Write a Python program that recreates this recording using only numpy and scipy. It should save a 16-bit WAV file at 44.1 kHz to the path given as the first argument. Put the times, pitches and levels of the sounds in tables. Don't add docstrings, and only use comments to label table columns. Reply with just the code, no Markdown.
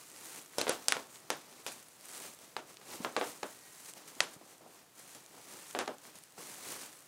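import sys
import numpy as np
from scipy import signal
from scipy.fft import rfft, irfft
from scipy.io import wavfile
from scipy.ndimage import uniform_filter1d, minimum_filter1d

SR = 44100
rng = np.random.default_rng(int(sys.argv[2]) if len(sys.argv) > 2 else 0)


def elevation(decibels):
    levels = np.asarray(decibels, float)
    return 10 ** (levels / 20)


def transcribe(signal):
    frames = np.atleast_2d(signal).T
    limited = np.clip(frames, -1, 1)
    pcm = np.round(limited * 32767).astype(np.int16)
    wavfile.write(sys.argv[1], SR, pcm)


N = 311787
SPIKE_S = 0.0004

# (frequency [Hz], level [dB])
RATTLE_COLOUR = [(2500, -0.5), (4000, 2), (6000, -1.5), (8500, 2.5), (11000, 0.5), (15000, -15)]


def evened(x):
    return x / np.sqrt(np.mean(x ** 2) + 1e-20)


def coloured(x, points):
    hz = np.fft.rfftfreq(len(x), 1 / SR)
    point_hz, point_db = np.transpose(points)
    pitch = np.log(np.minimum(hz, 14500) + 1)
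    gain = elevation(np.interp(pitch, np.log(point_hz + 1), point_db))
    return evened(irfft(rfft(x) * gain, len(x)))


def add(mix, s, sound):
    part = mix[round(s * SR):][:len(sound)]
    part += sound[:len(part)]


def background():
    # (frequency [Hz], level [dB])
    hiss_colour = [(18, -56), (30, 5.5), (161, 7), (233, -9), (295, 4), (374, -6), (649, -3), (2290, -11),
                   (13700, -16), (14800, -30), (16000, -44)]
    # (frequency [Hz], level [dB])
    whine_tones = [(14971, -82), (15030, -84)]
    # (time [s], level [dB], pitch [Hz])
    squeak_path = [
        (3.45, -90, 1900),
        (3.53, -68, 1900),
        (3.72, -68, 1890),
        (3.8, -69, 1850),
        (3.87, -90, 1770),
    ]
    t = np.arange(N) / SR
    hiss = elevation(-63.5) * coloured(rng.standard_normal(N), hiss_colour)
    whine = sum(np.sqrt(2) * elevation(db) * np.sin(2 * np.pi * hz * t) for hz, db in whine_tones)
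    s, db, hz = np.transpose(squeak_path)
    wobble = 1 + 0.008 * evened(uniform_filter1d(rng.standard_normal(N), size=300))
    phase = 2 * np.pi * np.cumsum(np.interp(t, s, hz) * wobble) / SR
    squeak = elevation(np.interp(t, s, db, -200, -200)) * np.sin(phase)
    return hiss + whine + squeak


def motion(base_db, per_weight, pinned_db):
    # (peak time [s], time to rise 10 dB [s], time to fall 10 dB
    # [s], peak level [dB], weight [dB])
    moves = [(0.01, .11, 0.12, -55.5, -6.5), (.27, 0.18, 0.17, -51.5, -6), (.385, 0.2, .05, -51, -6),
             (.575, .05, 0.2, -55, -4.5), (.75, .15, 0.06, -51, -0.5), (1.37, 0.16, 0.18, -60.5, 1),
             (1.72, 0.1, 0.14, -53, -3.5), (2.16, .14, 0.15, -49.5, -7.5),
             (2.254, 0.12, 0.07, -49.5, -3.5), (2.42, 0.04, 0.17, -57.5, -2.5),
             (2.94, 0.0756, 0.06, -48.5, -0.9), (3.28, 0.105, .08, -47, -4.5), (3.49, .12, .2, -55, -5),
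             (3.9, 0.23, .03, -51, -12), (4.52, .2, .07, -60, -2), (4.77, 0.17, .12, -61.5, -2.5),
             (4.995, .04, 0.17, -55, -6), (5.135, 0.1, .15, -57, -6.5), (5.55, .2, .15, -53, -3),
             (5.70, .15, .12, -53, -9.5), (6.385, .012, .2, -50.5, -4), (6.5, .09, 0.1, -51, -7),
             (6.722, .14, .09, -44, -5), (6.82, 0.15, .11, -50, -4.5),
             (.865, 0.1, 0.13, -57.5, -0.2), (1.0, 0.12, 0.05, -55.5, 2), (1.15, .07, 0.06, -54, -8),
            (1.24, 0.2, .06, -65, -3), (1.53, 0.3, 0.14, -66, .6), (1.614, 0.15, -0.05, -59, -3.5),
            (2.04, 0, 0.16, -59.5, -3.5), (2.62, -0.01, .06, -69, 8), (2.70, .05, 0.08, -58, -1.5),
            (3.04, 0.06, 0.09, -53, 1), (3.15, 0.02, 0.15, -62, 5.5), (3.68, 0.1, 0.15, -62, -2.5),
            (3.97, .02, .09, -56, 1), (4.085, .03, 0.06, -52.5, -5), (4.19, 0.1, .05, -57.5, -1.5),
            (4.28, .05, 0.08, -62, 2.5), (4.335, .03, .025, -54, -6.5), (4.65, .06, 0.14, -72, 8),
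            (5.374, 0.1, 0.04, -64, 2.5), (5.94, 0.2, 0.04, -65, 0.2), (6.07, 0.07, .07, -55.5, -2.2),
            (6.157, .025, .09, -56, -4), (6.26, .06, .08, -67, -5), (6.96, .11, .3, -59, -11)]
    t = np.arange(0, N + 64, 64) / SR
    s, rise, fall, db, weight = np.transpose(moves)[:, :, None]
    away = np.maximum((s - t) / np.maximum(rise, 1e-3), (t - s) / np.maximum(fall, 1e-3))
    load_db = base_db + per_weight * np.minimum(weight, pinned_db)
    gain = np.sqrt((elevation(db + load_db - 10 * away) ** 2).sum(0))
    return np.interp(np.arange(N) / SR, t, gain)


def crackle(per_s, spread_db, smooth_share, flicker_db, patch_db):
    sizes = elevation(spread_db * np.minimum(rng.exponential(1, N), 2.6))
    snaps = sizes * (rng.random(N) < per_s / SR)
    z = signal.stft(snaps * rng.choice([-1., 1.], N), nperseg=64)[2]
    patches = uniform_filter1d(rng.standard_normal(z.shape), size=9, axis=0)
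    snaps = evened(signal.istft(z * elevation(patch_db * evened(patches)), nperseg=64)[1][:N])
    clumps = uniform_filter1d(rng.standard_normal(N), size=300)
    clumps = evened(uniform_filter1d(clumps, size=300))
    share = np.clip(smooth_share, 0, 1)
    texture = share * rng.standard_normal(N) + np.sqrt(1 - share ** 2) * snaps
    return elevation(flicker_db * clumps) * texture


def rustle():
    # (frequency [Hz], level [dB])
    film_colour = [(1760, -4.5), (3000, -7), (3400, -9), (4080, -5.5), (5370, -7), (6090, -2.5),
                   (8820, -0.5), (15100, -12), (16000, -60)]
    drag_colour = [(500, -13.5), (1000, -3), (2000, 0), (3500, -2), (6000, -1.5), (9000, -10.5)]
    scuff_colour = [(24, -55), (40, 6), (70, -4.5), (185, -3.5), (396, -2.5), (609, -6), (715, -5.5),
                    (1350, -10.5), (1800, -41), (2340, -41), (3960, -120)]
    # (level at no weight [dB], level per weight [dB/dB], weight that pins the sheet [dB])
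    film_load = (0.11, -0.056, 30)
    drag_load = (0.1, 0.99, 1.5)
    scuff_load = (0.45, 1.56, 30)
    film = crackle(per_s=900, spread_db=7.0, smooth_share=0.83, flicker_db=1.3, patch_db=3.0)
    drag = crackle(per_s=1200, spread_db=2.5, smooth_share=0.86, flicker_db=0.9, patch_db=6.5)
    scuff = crackle(per_s=500, spread_db=-0.5, smooth_share=0.89, flicker_db=1.7, patch_db=0.85)
    out = motion(*film_load) * coloured(film, film_colour)
    out += motion(*drag_load) * coloured(drag, drag_colour)
    out += motion(*scuff_load) * coloured(scuff, scuff_colour)
    return out


def thuds():
    # (time [s], peak level [dB], pitch [Hz], scuff share [0-1])
    landings = [(2.999, -34.5, 210, 0.17), (3.959, -62, 439, 0.3), (4.059, -53.5, 436, 0.3),
                (4.161, -50.5, 304, 0.38), (4.359, -47, 144, 0.21), (4.409, -47.5, 635, 0.33),
                (4.459, -55, 423, 0.3), (4.605, -51.5, 586, 0.41), (4.639, -55, 498, 0.25),
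                (4.659, -48.5, 595, 0.25), (5.145, -47.5, 665, 0.39), (5.373, -51.5, 378, 0.56),
                (6.149, -54, 165, 0.27), (6.376, -38.5, 780, 0.27)]
    # (frequency [Hz], level [dB])
    carpet_colour = [(24, -55), (40, 6), (70, -4.5), (185, -3.5), (396, -2.5), (609, -6), (715, -5.5),
                     (1350, -10.5), (1800, -41), (2340, -41), (3960, -120)]
    out = np.zeros(N)
    t = np.arange(4096) / SR
    for s, db, hz, share in landings:
        swing = -np.sin(2 * np.pi * hz * t) * np.exp(-(t * hz / 1.54) ** 2)
        brush = share * coloured(rng.standard_normal(len(t)), carpet_colour) * np.exp(-t / 0.028)
        soft_start = 1 - np.exp(-t / 0.00074)
        add(out, s + 0.00304, elevation(db + 2.0) * (swing + brush) * soft_start)
    return out


def ticks():
    # (time [s], peak level [dB], pitch [Hz])
    creases = [(0.1155, -41, 8400), (0.162, -38, 4980), (0.3494, -41, 9390), (0.3864, -38, 8480),
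               (0.4598, -41, 6930), (1.884, -42, 10000), (2.0094, -42, 10200), (2.0558, -38, 9370),
               (2.0853, -39, 9060), (2.347, -41, 9120), (2.3889, -42, 9560), (2.7421, -45, 8770),
               (1.0697, -44, 8340), (3.8476, -40.5, 8430), (3.936, -37, 7620), (4.5809, -47, 8580),
               (5.1484, -36.5, 7400), (5.2618, -42, 6990), (5.537, -38.5, 7220), (5.7096, -36, 5930),
               (5.8594, -40, 4120), (5.983, -41.5, 7120), (6.1548, -41, 6780), (6.1862, -41, 9950),
               (6.2365, -40, 9190), (6.3219, -46, 8010), (6.5442, -39, 8550), (6.8344, -36, 8070),
               (6.9281, -42, 6780), (6.9889, -44.5, 8520)]
    out = np.zeros(N)
    t = np.arange(600) / SR
    for s, db, hz in creases:
        snap = -np.sin(2 * np.pi * hz * t) * np.exp(-t / 0.00027)
        scatter = 0.25 * coloured(rng.standard_normal(len(t)), RATTLE_COLOUR) * np.exp(-t / 0.0018)
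        add(out, s + 0.00062, elevation(db + 3.0) * (snap + scatter))
    return out


def burst(t, width_ms, rebound_hz, share, ring_hz, rattle_db, noise):
    width = width_ms / 1000
    spike = np.exp(-((t - SPIKE_S) / width) ** 2)
    late = np.maximum(t - SPIKE_S - width / 2, 0)
    ease = 1 - np.exp(-late / (0.4 * width))
    rebound = 0.8 * share * np.sin(2 * np.pi * rebound_hz * late) * np.exp(-1.9 * rebound_hz * late)
    rebound += 0.12 * np.sin(2 * np.pi * 490 * late) * np.exp(-late / 0.00069)
    upper = 0.85 * np.sin(2 * np.pi * ring_hz * late) * np.exp(-late / 0.00097)
    lower = 0.49 * np.sin(2 * np.pi * 0.62 * ring_hz * late) * np.exp(-late / 0.00049)
    rattle = 0.7 * coloured(noise, RATTLE_COLOUR)
    rattle *= np.exp(-late / 0.00095) * (1 - np.exp(-late / 0.0001))
    return ease * (rebound + elevation(rattle_db + 6.0) * (upper + lower + rattle)) - spike


def tail(t, bright_db, bass_db, length, noise):
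    # (centre frequency [Hz], level [dB], share of brightness [ratio],
    # time to fall 60 dB [s], rise time [s])
    room_bands = [(195, -15, 0.02, 0.42, 0.0067), (365, -3, 0., 0.21, 0.0075), (930, -4, 0.02, 0.3, 0.0035),
                  (1940, -5, 0.34, 0.26, 0.0026), (4200, -4.5, 0.93, 0.28, 0.00091),
                  (8000, -4.5, 1.1, 0.23, 0.0015), (13300, -15, 1.1, 0.14, .003)]
    z = rfft(noise)
    hz = np.fft.rfftfreq(len(t), 1 / SR)
    centres = np.log([row[0] for row in room_bands])
    out = np.zeros(len(t))
    for k, (_, db, share, t60, rise) in enumerate(room_bands):
        window = np.sqrt(np.interp(np.log(hz + 1), centres, np.arange(len(room_bands)) == k))
        window *= np.clip(hz / 67, 0, 1) ** 2
        band_db = db + share * bright_db + (share == 0) * bass_db
        shape = elevation(band_db - 60 * t / (t60 * length)) * (1 - np.exp(-(t / rise) ** 2))
        out += evened(irfft(z * window, len(t))) * shape
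    near_walls = 1 + 0.41 / (1 + np.exp((t - 0.038) / 0.0056))
    early_dip = 1 - 0.26 * np.exp(-(t / 0.014) ** 2)
    return out * near_walls * early_dip


def pops():
    large_bubbles = {"large": [(0.6688, -20.5, -22, -19, 1.9), (0.6763, -26, -27, -6, 1.93),
                     (0.6806, -21, -24.5, 0.1, 2.01), (0.9677, -22, -25, -14, 2.1),
                     (3.2127, -19, -19, -14, 2.5), (3.2282, -29.5, -19.5, -11, 2.47),
                     (5.75, -20.5, -20, -14, 2.56)], "firm": [(2.5662, -21, -25, -7.5, 2.38),
                     (2.8145, -43, -21.5, -0.6, 2.49), (3.0479, -18.5, -20.5, -18, 2.9),
                     (3.1655, -15.5, -21, -10.5, 2.54)]}
    other_bubbles = {"small": [(0.5837, -17.5, -23, 3, 2.05), (5.1528, -44.5, -20.3, 6.5, 1.6)],
                     "slack": [(1.3034, -9.5, -30, -4.5, 2.24), (5.7896, -13, -24, -9.5, 2.38)],
                     "tiny": [(1.1582, -38, -29, -4, 2.18), (2.7705, -36, -34, -4, 3.06),
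                     (5.7982, -31, -20, 1.1, 1.38)], "crisp": [(1.6649, -19.5, -26.5, 3.7, 2.02)],
                     "taut": [(0.884, -4.5, -40, 6.5, 1.45)], "cupped": [(0.9229, -6.5, -31, -6, 2.68)],
                     "flat": [(4.205, -4.5, -35.5, -1.5, 1.552)],
                     "ringing": [(0.6141, -17, -27.5, -1, 1.6)],
                     "thin": [(0.6941, -16.5, -21.5, -2.5, 2.09)],
                     "pressed": [(3.4305, -25.5, -18.5, -13, 2.36), (5.8771, -26, -16.5, -16, 2.43)]}
    skins = {"large": (0.085, 580, 1.05, 3300, -14), "firm": (0.063, 900, 1.45, 3900, -14),
             "small": (0.014, 620, 1.3, 5400, -12.5), "crisp": (0.014, 1090, 0.55, 2520, -19),
             "slack": (0.031, 700, 0.4, 8800, -24), "tiny": (0.036, 3000, 2.05, 6500, -15),
             "taut": (0.036, 5000, 1.1, 8250, -20.5), "cupped": (0.05, 1600, 1.15, 9200, -16),
             "flat": (0.041, 1700, 0.7, 4400, -25), "ringing": (0.038, 500, 0.73, 4100, -5),
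             "thin": (0.028, 480, 1.06, 9500, -7), "pressed": (0.06, 600, 1.15, 6800, -8)}
    seats = {"large": (-7.5, 3.5, 0.95), "firm": (-5.5, 3.0, 0.92), "small": (-7, 6.5, 0.85),
             "crisp": (-3.5, 4.5, 0.78), "slack": (-6.5, 2.5, 0.95), "tiny": (-12, 2.5, 0.77),
             "taut": (-23, 8, 0.95), "cupped": (-15, -4.5, 0.99), "flat": (-2.5, 0.6, 1.05),
             "ringing": (-16, 8, 0.93), "thin": (-2.5, 4, 0.98), "pressed": (4.5, 4.5, 0.93)}
    groups = large_bubbles | other_bubbles
    rows = sorted((*row, kind) for kind, group in groups.items() for row in group)
    out = np.zeros(N)
    t = np.arange(16384) / SR
    density = np.clip(0.25 + 12 * t, 0.05, 1)
    for s, db, room_db, bright_db, ms, kind in rows:
        *shape, rattle_db = skins[kind]
        bounce_db, bass_db, length = seats[kind]
        noise = rng.standard_normal(len(t)) * (rng.random(len(t)) < density) / np.sqrt(density)
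        rattle_db += 0.79 * bright_db
        direct = burst(t[:512], *shape, rattle_db, noise[-512:])
        duller = uniform_filter1d(direct, size=3)
        dullest = uniform_filter1d(duller, size=3)
        start = s - SPIKE_S
        add(out, start, elevation(db) * direct)
        add(out, start + ms / 1000, elevation(db + bounce_db) * duller)
        add(out, start + 2 * ms / 1000, elevation(db + min(bounce_db, 0) - 13.5) * dullest)
        bass_db += 0.45 * (room_db + 22)
        add(out, s, elevation(db + room_db - 0.48) * tail(t, bright_db, bass_db, length, noise))
    return out


def scene():
    return (background() + rustle() + thuds() + ticks() + pops())[None]


def low_pass(x):
    return signal.sosfilt(signal.butter(12, 16830, fs=SR, output="sos"), x)


def record(dry):
    bass_cut = signal.butter(2, 190, "high", fs=SR, output="sos")
    x = signal.sosfilt(bass_cut, dry) + 0.023 * dry
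    top = signal.oaconvolve(x, signal.firwin(129, 10800, pass_zero=False, fs=SR)[None], "same")
    loud = np.roll(abs(x) > elevation(-18.5), 240, axis=1)
    keep = minimum_filter1d(1. - loud, size=720, origin=359)
    x = x - top * uniform_filter1d(1 - keep, size=40)
    below = signal.oaconvolve(x, signal.firwin(255, 15800, fs=SR)[None], "same")
    x = below + elevation(-23.0) * (x - below)
    return low_pass(x)


dry = scene()
out = record(dry)
transcribe(out)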